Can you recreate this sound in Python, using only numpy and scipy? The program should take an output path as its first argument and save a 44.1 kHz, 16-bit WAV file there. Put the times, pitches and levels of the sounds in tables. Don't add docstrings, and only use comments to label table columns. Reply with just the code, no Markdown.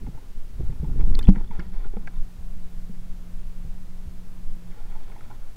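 import sys
import numpy as np
from scipy import signal
from scipy.fft import rfft, irfft
from scipy.io import wavfile
from scipy.ndimage import uniform_filter1d

SR = 44100
rng = np.random.default_rng(int(sys.argv[2]) if len(sys.argv) > 2 else 0)


def invert_db(level):
    return 10 ** (np.asarray(level, dtype=float) / 20)


def int16_out(signal):
    q = np.round(np.clip(np.atleast_2d(signal).T, -1, 1) * 32767)
    wavfile.write(sys.argv[1], SR, q.astype(np.int16))


N = 245195
TIME_S = np.arange(N) / SR
KNOCK_S = 1.2872

# pitch_hz, density_db [dB per Hz]
HISS_SPECTRUM = [(150, -34), (250, -4.5), (282, -3.5), (627, -7.5), (720, -8), (1300, -12.5), (2880, -17.5),
                 (3140, -18), (14700, -25), (15800, -5)]
# pitch_hz, density_db [dB per Hz]
LAPPING_SPECTRUM = [(50, -1.5), (100, 5), (200, 2), (260, -14.5), (400, -17.5)]
# start_s, pitch_hz
MOTOR_PITCH_CURVE = [(2.02, 175.6), (2.94, 175.6), (3.44, 176.8), (3.65, 180.4), (4.42, 180.9),
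                     (4.55, 175.2), (4.72, 172)]
# start_s, end_s, pitch_hz, level_db, octave_overtone_db
MOTOR_NOTES = [
    (1.62, 1.74, 183, -44, -36),
    (2.2, 5.4, 112, -56, -10.5),
    (4.85, 5.15, 176, -57.5, -32),
]
# pitch_hz, density_db [dB per Hz]
TREMOR_SPECTRUM = [(2.4, -21), (4.0, 5), (16, 1.5), (23, -1.5), (30, -16), (43, -24), (50, -38), (65, -80),
                   (110, -120)]
# peak_s, level_db
ARM_SWAYS = [(0.15, -29), (0.4, -30), (0.68, -21), (0.881, -19), (1.05, -8), (1.188, -11.5), (1.372, -17.5),
             (1.55, -23), (1.79, -20.5), (1.9, -22.5), (2.03, -26.5), (2.21, -20), (2.46, -23),
             (2.62, -28.5), (2.8, -24), (2.95, -37), (3.1, -30), (3.41, -22), (3.64, -28), (3.78, -35),
             (3.93, -35), (4.19, -33), (4.37, -39), (4.491, -23), (4.71, -31), (4.87, -24), (5.0, -28),
             (5.26, -40), (5.399, -37), (5.51, -39)]
# pitch_hz, density_db [dB per Hz]
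SLOSH_SPECTRUM = [(24, -8), (40, 1), (81, -11), (157, -19.5), (244, -21), (292, -27), (423, -32.5),
                  (628, -66), (700, -63), (910, -63.5), (1540, -120)]
# start_s, slosh_db
HOUSING_MOTION = [(0.0, -33), (0.08, -33), (0.15, -44.5), (0.5, -45.5), (0.62, -31), (0.8, -38.5),
                  (0.88, -28.5), (1.05, -26), (1.25, -29), (1.3, -23), (1.38, -34.5), (1.48, -38.5),
                  (1.56, -37), (1.9, -45.5), (2.05, -39.5), (2.3, -48.5), (4.0, -46.5), (5.56, -51)]
# pitch_hz, level_db, t60_s
SHELL_MODES = [(205, -14.5, 0.11), (393, 3, 0.029), (462, -6, 0.092), (855, -5, 0.35), (1040, -3, 0.13),
               (1410, 3, 0.06), (1620, -22.5, 0.015), (1854, -3, 0.053), (2200, 11, 0.016),
               (2600, -25, 0.045), (3350, 1.5, 0.015), (4390, -16.5, 0.091), (5600, -39.5, 0.011)]
# start_s, length_s, level_db
FINGER_STROKES = [(0.045, 0.21, -69), (0.58, 0.42, -65), (0.97, 0.4, -59.5), (1.338, 0.11, -58.5),
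                  (1.508, 0.11, -54), (1.62, 0.076, -59.5), (1.714, 0.15, -57), (1.904, 0.29, -64.5),
                  (4.66, 0.25, -62.5), (4.893, 0.144, -59.5), (5.046, 0.11, -59.5), (5.169, 0.19, -58.5),
                  (5.397, 0.12, -65.5)]
# start_s, peak_db, ringing_spot_hz, contact_ms
FINGER_TICKS = [(0.064, -38.5, 820, 7.2), (0.147, -46, 774, 3.5), (0.175, -42, 910, 2.9),
                (0.604, -46.5, 770, 3), (0.726, -45, 880, 2.8), (0.842, -41, 854, 6.2),
                (0.893, -46, 790, 5.5), (1.008, -41, 825, 8.6), (1.189, -31, 1040, 1.8),
                (1.239, -50, 960, 4), (1.27, -38, 847, 18), (1.357, -41, 920, 8.7), (1.377, -40.5, 885, 11),
                (1.407, -42, 920, 4), (1.509, -33.5, 890, 5.6), (1.558, -41, 860, 3.7),
                (1.596, -35.5, 1410, 3.2), (5.31, -39.5, 960, 6), (1.842, -42.5, 1460, 7.1),
                (1.855, -48, 1430, 4.4), (1.936, -46, 810, 4), (1.968, -35.5, 853, 1.7),
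                (2.074, -39, 785, 1.1), (4.799, -45, 775, 11), (4.919, -45.5, 785, 9),
                (4.948, -43, 850, 13), (5.009, -45, 840, 3.1), (5.097, -46, 800, 4.4),
                (5.158, -41, 876, 7.2), (5.3, -38.5, 840, 10)]
# start_s, peak_db, ringing_spot_hz, shell_share_db
SEAL_DROPS = [(0.6998, -52, 2120, -1), (0.9896, -54, 1910, 1), (1.0076, -45, 1250, 8.5),
              (1.1385, -44.5, 1900, 3), (1.1915, -37, 2480, 5.5), (1.2092, -36.5, 1590, -12),
              (1.2394, -42, 3020, 4), (1.2705, -36, 2580, -10), (1.3578, -40.5, 1650, -6),
              (1.3644, -44, 2140, -19), (1.4411, -51, 1690, -3), (1.5958, -42, 1410, 0),
              (1.6, -37.5, 2200, -3), (2.0737, -30, 1620, -6), (2.076, -52, 1040, -15),
              (4.7194, -48.5, 2030, -12), (5.1158, -48, 2200, 0), (5.1632, -48, 2190, -10),
              (5.2071, -40.5, 1410, -8), (2.0735, -40.5, 2520, -11), (5.3103, -42, 1410, -11)]
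# start_s, peak_db, ringing_spot_hz, bright_crack_db
PORT_BEADS = [(1.1504, -22.5, 4350, -33), (1.1684, -52, 4300, -10), (1.1896, -28, 3640, 1),
              (1.2266, -36, 4400, -12), (1.229, -40.5, 3060, -23), (1.2394, -51, 5200, 5),
              (1.2514, -37, 3420, -32), (1.27, -42, 3270, -6), (1.475, -51, 3470, -13),
              (1.5984, -45, 2940, -20), (2.159, -52, 3650, -12)]
# start_s, peak_db, centre_hz, contact_ms
WET_SLAPS = [(0.604, -41.5, 650, 3), (1.2262, -46, 5000, 1.5), (1.357, -38, 2200, 4),
             (1.508, -43, 1100, 1.4), (1.593, -30.5, 1530, 6.9), (1.594, -41.5, 4900, 3),
             (1.843, -50, 1880, 2.4), (1.936, -46, 700, 2), (1.968, -47.5, 1210, 2.5),
             (2.0725, -30, 2200, 2.4), (2.073, -32.5, 890, 3.5), (2.0715, -48, 5000, 2),
             (5.206, -46, 2010, 4.3)]
# start_s, peak_db, pitch_hz, deep_thud_share_db
DULL_BUMPS = [(0.065, -30, 130, -9), (0.085, -24, 164, -16), (0.148, -30, 126, -11), (0.598, -19.5, 120, 1),
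              (0.633, -24.5, 120, 8), (0.698, -21.5, 147, -27), (0.799, -28.5, 156, 12),
              (0.831, -16.5, 152, -19), (0.883, -23.5, 146, -15), (0.959, -18.5, 113, -12),
              (0.998, -28, 142, -12), (1.071, -20.5, 177, -18), (1.107, -31, 183, -8),
              (1.367, -19.5, 198, -20), (1.504, -30.5, 180, -14), (1.589, -22, 173, -15),
              (1.685, -36, 192, 7.5), (1.857, -36, 162, 5), (1.968, -24, 209, -11), (2.178, -34.5, 113, 5),
              (2.386, -40, 172, 12.5), (2.561, -36, 189, 4), (2.896, -27, 198, -17), (3.649, -29, 145, 2),
              (4.07, -40, 115, 16.5), (5.23, -40, 148, 4)]
# start_s, peak_db, pitch_hz
KNUCKLE_RAPS = [(0.074, -27.5, 282), (0.177, -38.5, 293), (0.225, -43, 404), (0.606, -26, 361),
                (0.838, -29, 304), (0.998, -22.5, 297), (1.11, -27, 310), (1.188, -28, 432),
                (1.363, -28, 373), (1.41, -33.5, 350), (1.519, -43, 316), (1.592, -28.5, 338),
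                (1.779, -47, 383), (1.854, -33.5, 394), (1.936, -30.5, 393), (1.968, -27, 470),
                (4.569, -39, 320), (4.773, -42, 466), (5.104, -54, 455)]
# start_s, peak_db
KNOCK_CUSPS = [
    (1.2838, -39),
    (1.2899, -22.5),
    (1.2955, -28),
    (1.2965, -27),
    (1.3058, -36),
]


def rms_one(x):
    return x / np.sqrt(np.mean(x ** 2) + 1e-20)


def peak_one(x):
    return x / np.abs(x).max()


def in_time(curve):
    s, value = np.transpose(curve)
    return np.interp(TIME_S, s, value)


def spell(start, end, rise, fall):
    return np.clip(np.minimum((TIME_S - start) / rise, (end + fall - TIME_S) / fall), 0, 1)


def drift(rate_hz):
    r = np.exp(-80 * np.pi * rate_hz / SR)
    noise = rng.standard_normal(N // 40 + 2002)
    slow = signal.lfilter([1], [1, -2 * r, r * r], noise)[2000:]
    return np.interp(np.arange(N) / 40, np.arange(len(slow)), rms_one(slow))


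def coloured(spectrum):
    hz, db = np.transpose(spectrum)
    grid = np.arange(1, N // 2 + 2) * SR / N
    gain = invert_db(np.interp(np.log(grid), np.log(hz), db, left=-90, right=-90))
    return rms_one(irfft(gain * rfft(rng.standard_normal(N)), N))


def even(x, window_s):
    window = int(window_s * SR)
    power = uniform_filter1d(uniform_filter1d(x ** 2, window), window)
    return x / np.sqrt(power + .02)


def ring(force, hz, t60):
    r, w = invert_db(-60 / (t60 * SR)), 2 * np.pi * hz / SR
    return signal.lfilter([0, np.sin(w)], [1, -2 * r * np.cos(w), r * r], force + 1e-18)


def add(out, piece, s):
    at = round(s * SR)
    out[at:at + len(piece)] += piece[:N - at]


def hiss():
    duck = spell(KNOCK_S, 1.97, rise=0.099, fall=0.27)
    return invert_db(-57 - 2 * duck) * coloured(HISS_SPECTRUM)


def lapping():
    return invert_db(-57 + 2.0 * drift(10)) * coloured(LAPPING_SPECTRUM)


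def drone(start, end, hz, db, overtone_db):
    wander = 0.002 * drift(1.2) + 0.0033 * drift(5.9)
    phase = 2 * np.pi * np.cumsum(hz * (1 + wander)) / SR
    tone = np.sin(phase) + invert_db(overtone_db) * np.sin(2 * phase)
    waver = invert_db(1.3 * drift(8))
    return np.sqrt(2) * spell(start, end, 0.058, 0.015) * waver * invert_db(db) * tone


def motor():
    main = drone(1.96, 4.73, in_time(MOTOR_PITCH_CURVE), -49.5, overtone_db=-31)
    return main + sum(drone(*note) for note in MOTOR_NOTES)


def tremor():
    still_db, sway_s = -31, 0.059
    level = invert_db(still_db) + sum(invert_db(db) * np.exp(-((TIME_S - s) / sway_s) ** 2) for s, db in ARM_SWAYS)
    braced = 1 - .9 * np.exp(-((TIME_S - KNOCK_S - .025) / .045) ** 4)
    return braced * level * even(coloured(TREMOR_SPECTRUM), 0.37)


def slosh():
    return invert_db(in_time(HOUSING_MOTION) - 1.0 + 1.6 * drift(15.0)) * coloured(SLOSH_SPECTRUM)


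def rubbing():
    clicks_per_s = 3500 * invert_db(1.5 * drift(30))
    sizes = invert_db(4.2 * np.minimum(rng.exponential(1, N), 4)) * rng.choice([-1, 1], N)
    clicks = sizes * (rng.random(N) < clicks_per_s / SR)
    rings, sizzle = np.zeros(N), np.zeros(N)
    for hz, db, t60 in SHELL_MODES[1:10]:
        flicker = np.clip(2.5 * drift(25), -4, 4)
        rings += invert_db(db + flicker) * ring(clicks, hz, 0.19 * t60)
    rings = signal.sosfilt(signal.butter(1, 1100, fs=SR, output="sos"), rings)
    for hz, db, t60 in SHELL_MODES[10:12]:
        sizzle += invert_db(db + 1.5 * drift(15)) * ring(clicks, hz, 0.3 * t60)
    edge_s = 0.018
    level = sum(invert_db(db) * spell(s, s + length, edge_s, edge_s) for s, length, db in FINGER_STROKES)
    return invert_db(3.5) * level * (rms_one(rings) + invert_db(-13) * rms_one(sizzle))


def ticks(table, cycles, shell_db=-8.0, crack_db=-29.0, contact_ms=2.2, splash=0.72, own=None):
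    out, t = np.zeros(N), np.arange(4000) / SR
    bright = signal.butter(1, [4500, 11000], "band", fs=SR, output="sos")
    broad = signal.butter(1, [800, 3200], "band", fs=SR, output="sos")
    touch = np.exp(-((t - .0008) / .00004) ** 2)
    for s, db, hz, trait in table:
        hit = {"shell": shell_db, "crack": crack_db, "contact": contact_ms, own: trait}
        fade = np.exp(-1000 * t / np.clip(hit["contact"], .3, 20))
        force = rng.standard_normal(4000) * np.minimum(t / 0.00097, 1) * fade
        spot = ring(ring(force, hz, cycles / hz), hz, 9 / hz)
        blow = 0.58 * force + touch
        shell = sum(invert_db(d + 2.0 * rng.standard_normal()) * ring(blow, f, .5 * t60)
                    for f, d, t60 in SHELL_MODES[2:])
        splat = invert_db(-12.5) * peak_one(signal.sosfilt(broad, force))
        crack = peak_one(signal.sosfilt(bright, force))
        sound = peak_one(spot) + splash * splat
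        sound += invert_db(hit["shell"]) * peak_one(shell) + invert_db(hit["crack"]) * crack
        add(out, invert_db(db - 3.0) * sound, s)
    return out


def beads():
    return ticks(PORT_BEADS, cycles=46.0, shell_db=-9.0, contact_ms=2.06, splash=0.22, own="crack")


def drops():
    return ticks(SEAL_DROPS, cycles=25.0, crack_db=-37.0, contact_ms=2.76, own="shell")


def slaps():
    return ticks(WET_SLAPS, cycles=3.6, shell_db=-24.0, crack_db=-32.0, splash=.2, own="contact")


def finger_ticks():
    return ticks(FINGER_TICKS, cycles=15.0, shell_db=-6.0, splash=0.3, own="contact")


def bumps():
    out, t = np.zeros(N), np.arange(9000) / SR
    push = t * np.exp(-t / 0.00056)
    shell = peak_one(sum(invert_db(d) * ring(push, f, 0.77 * t60) for f, d, t60 in SHELL_MODES[:3]))
    thud = peak_one(ring(push, 65.4, 0.1))
    hits = [(*row, 0.09) for row in DULL_BUMPS]
    hits += [(*row, -25, 0.044) for row in KNUCKLE_RAPS]
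    for s, db, hz, thud_db, t60 in hits:
        body = peak_one(ring(push, hz, t60)) + invert_db(-9.5) * shell
        add(out, -invert_db(db - 3.5) * (body + invert_db(thud_db) * thud), s)
    add(out, -invert_db(-28) * (t[:200] / .0045) ** 2, N / SR - .0045)
    return out


def cusps():
    return -sum(invert_db(db) * np.exp(-np.abs(TIME_S - s) / .00004) for s, db in KNOCK_CUSPS)


def knock():
    t = TIME_S - KNOCK_S
    after = np.maximum(t, 0)
    pull = -1.52 * np.exp(-(np.maximum(-t, 0) / .0059) ** 1.4)
    swing = .97 * np.sin(2 * np.pi * 19 * (after - .0015)) * np.exp(-after / .031)
    release = -.6 * np.exp(-after / .002)
    shell = -.75 * np.cos(2 * np.pi * 191 * after) * np.exp(-after / .0175)
    overtone = invert_db(-21.0) * np.sin(2 * np.pi * 300 * after) * np.exp(-after / 0.026)
    return np.where(t < 0, pull, swing + release + shell + overtone)


def scene():
    settle = np.minimum(TIME_S / .03, 1)
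    background = hiss() + lapping() + motor()
    handling = settle * (tremor() + slosh()) + rubbing()
    contacts = beads() + drops() + slaps() + finger_ticks() + bumps()
    return (background + handling + contacts + cusps() + knock())[None]


def roll_off(x):
    return signal.sosfilt(signal.butter(12, 16430, fs=SR, output="sos"), x)


def record(dry):
    overload = .937
    clipped = np.clip(dry, -overload, overload)
    top_cut = signal.cheby2(10, 60, 16400, fs=SR, output="sos")
    mix = signal.sosfilt(top_cut, clipped)
    return roll_off(mix)


dry = scene()
out = record(dry)
int16_out(out)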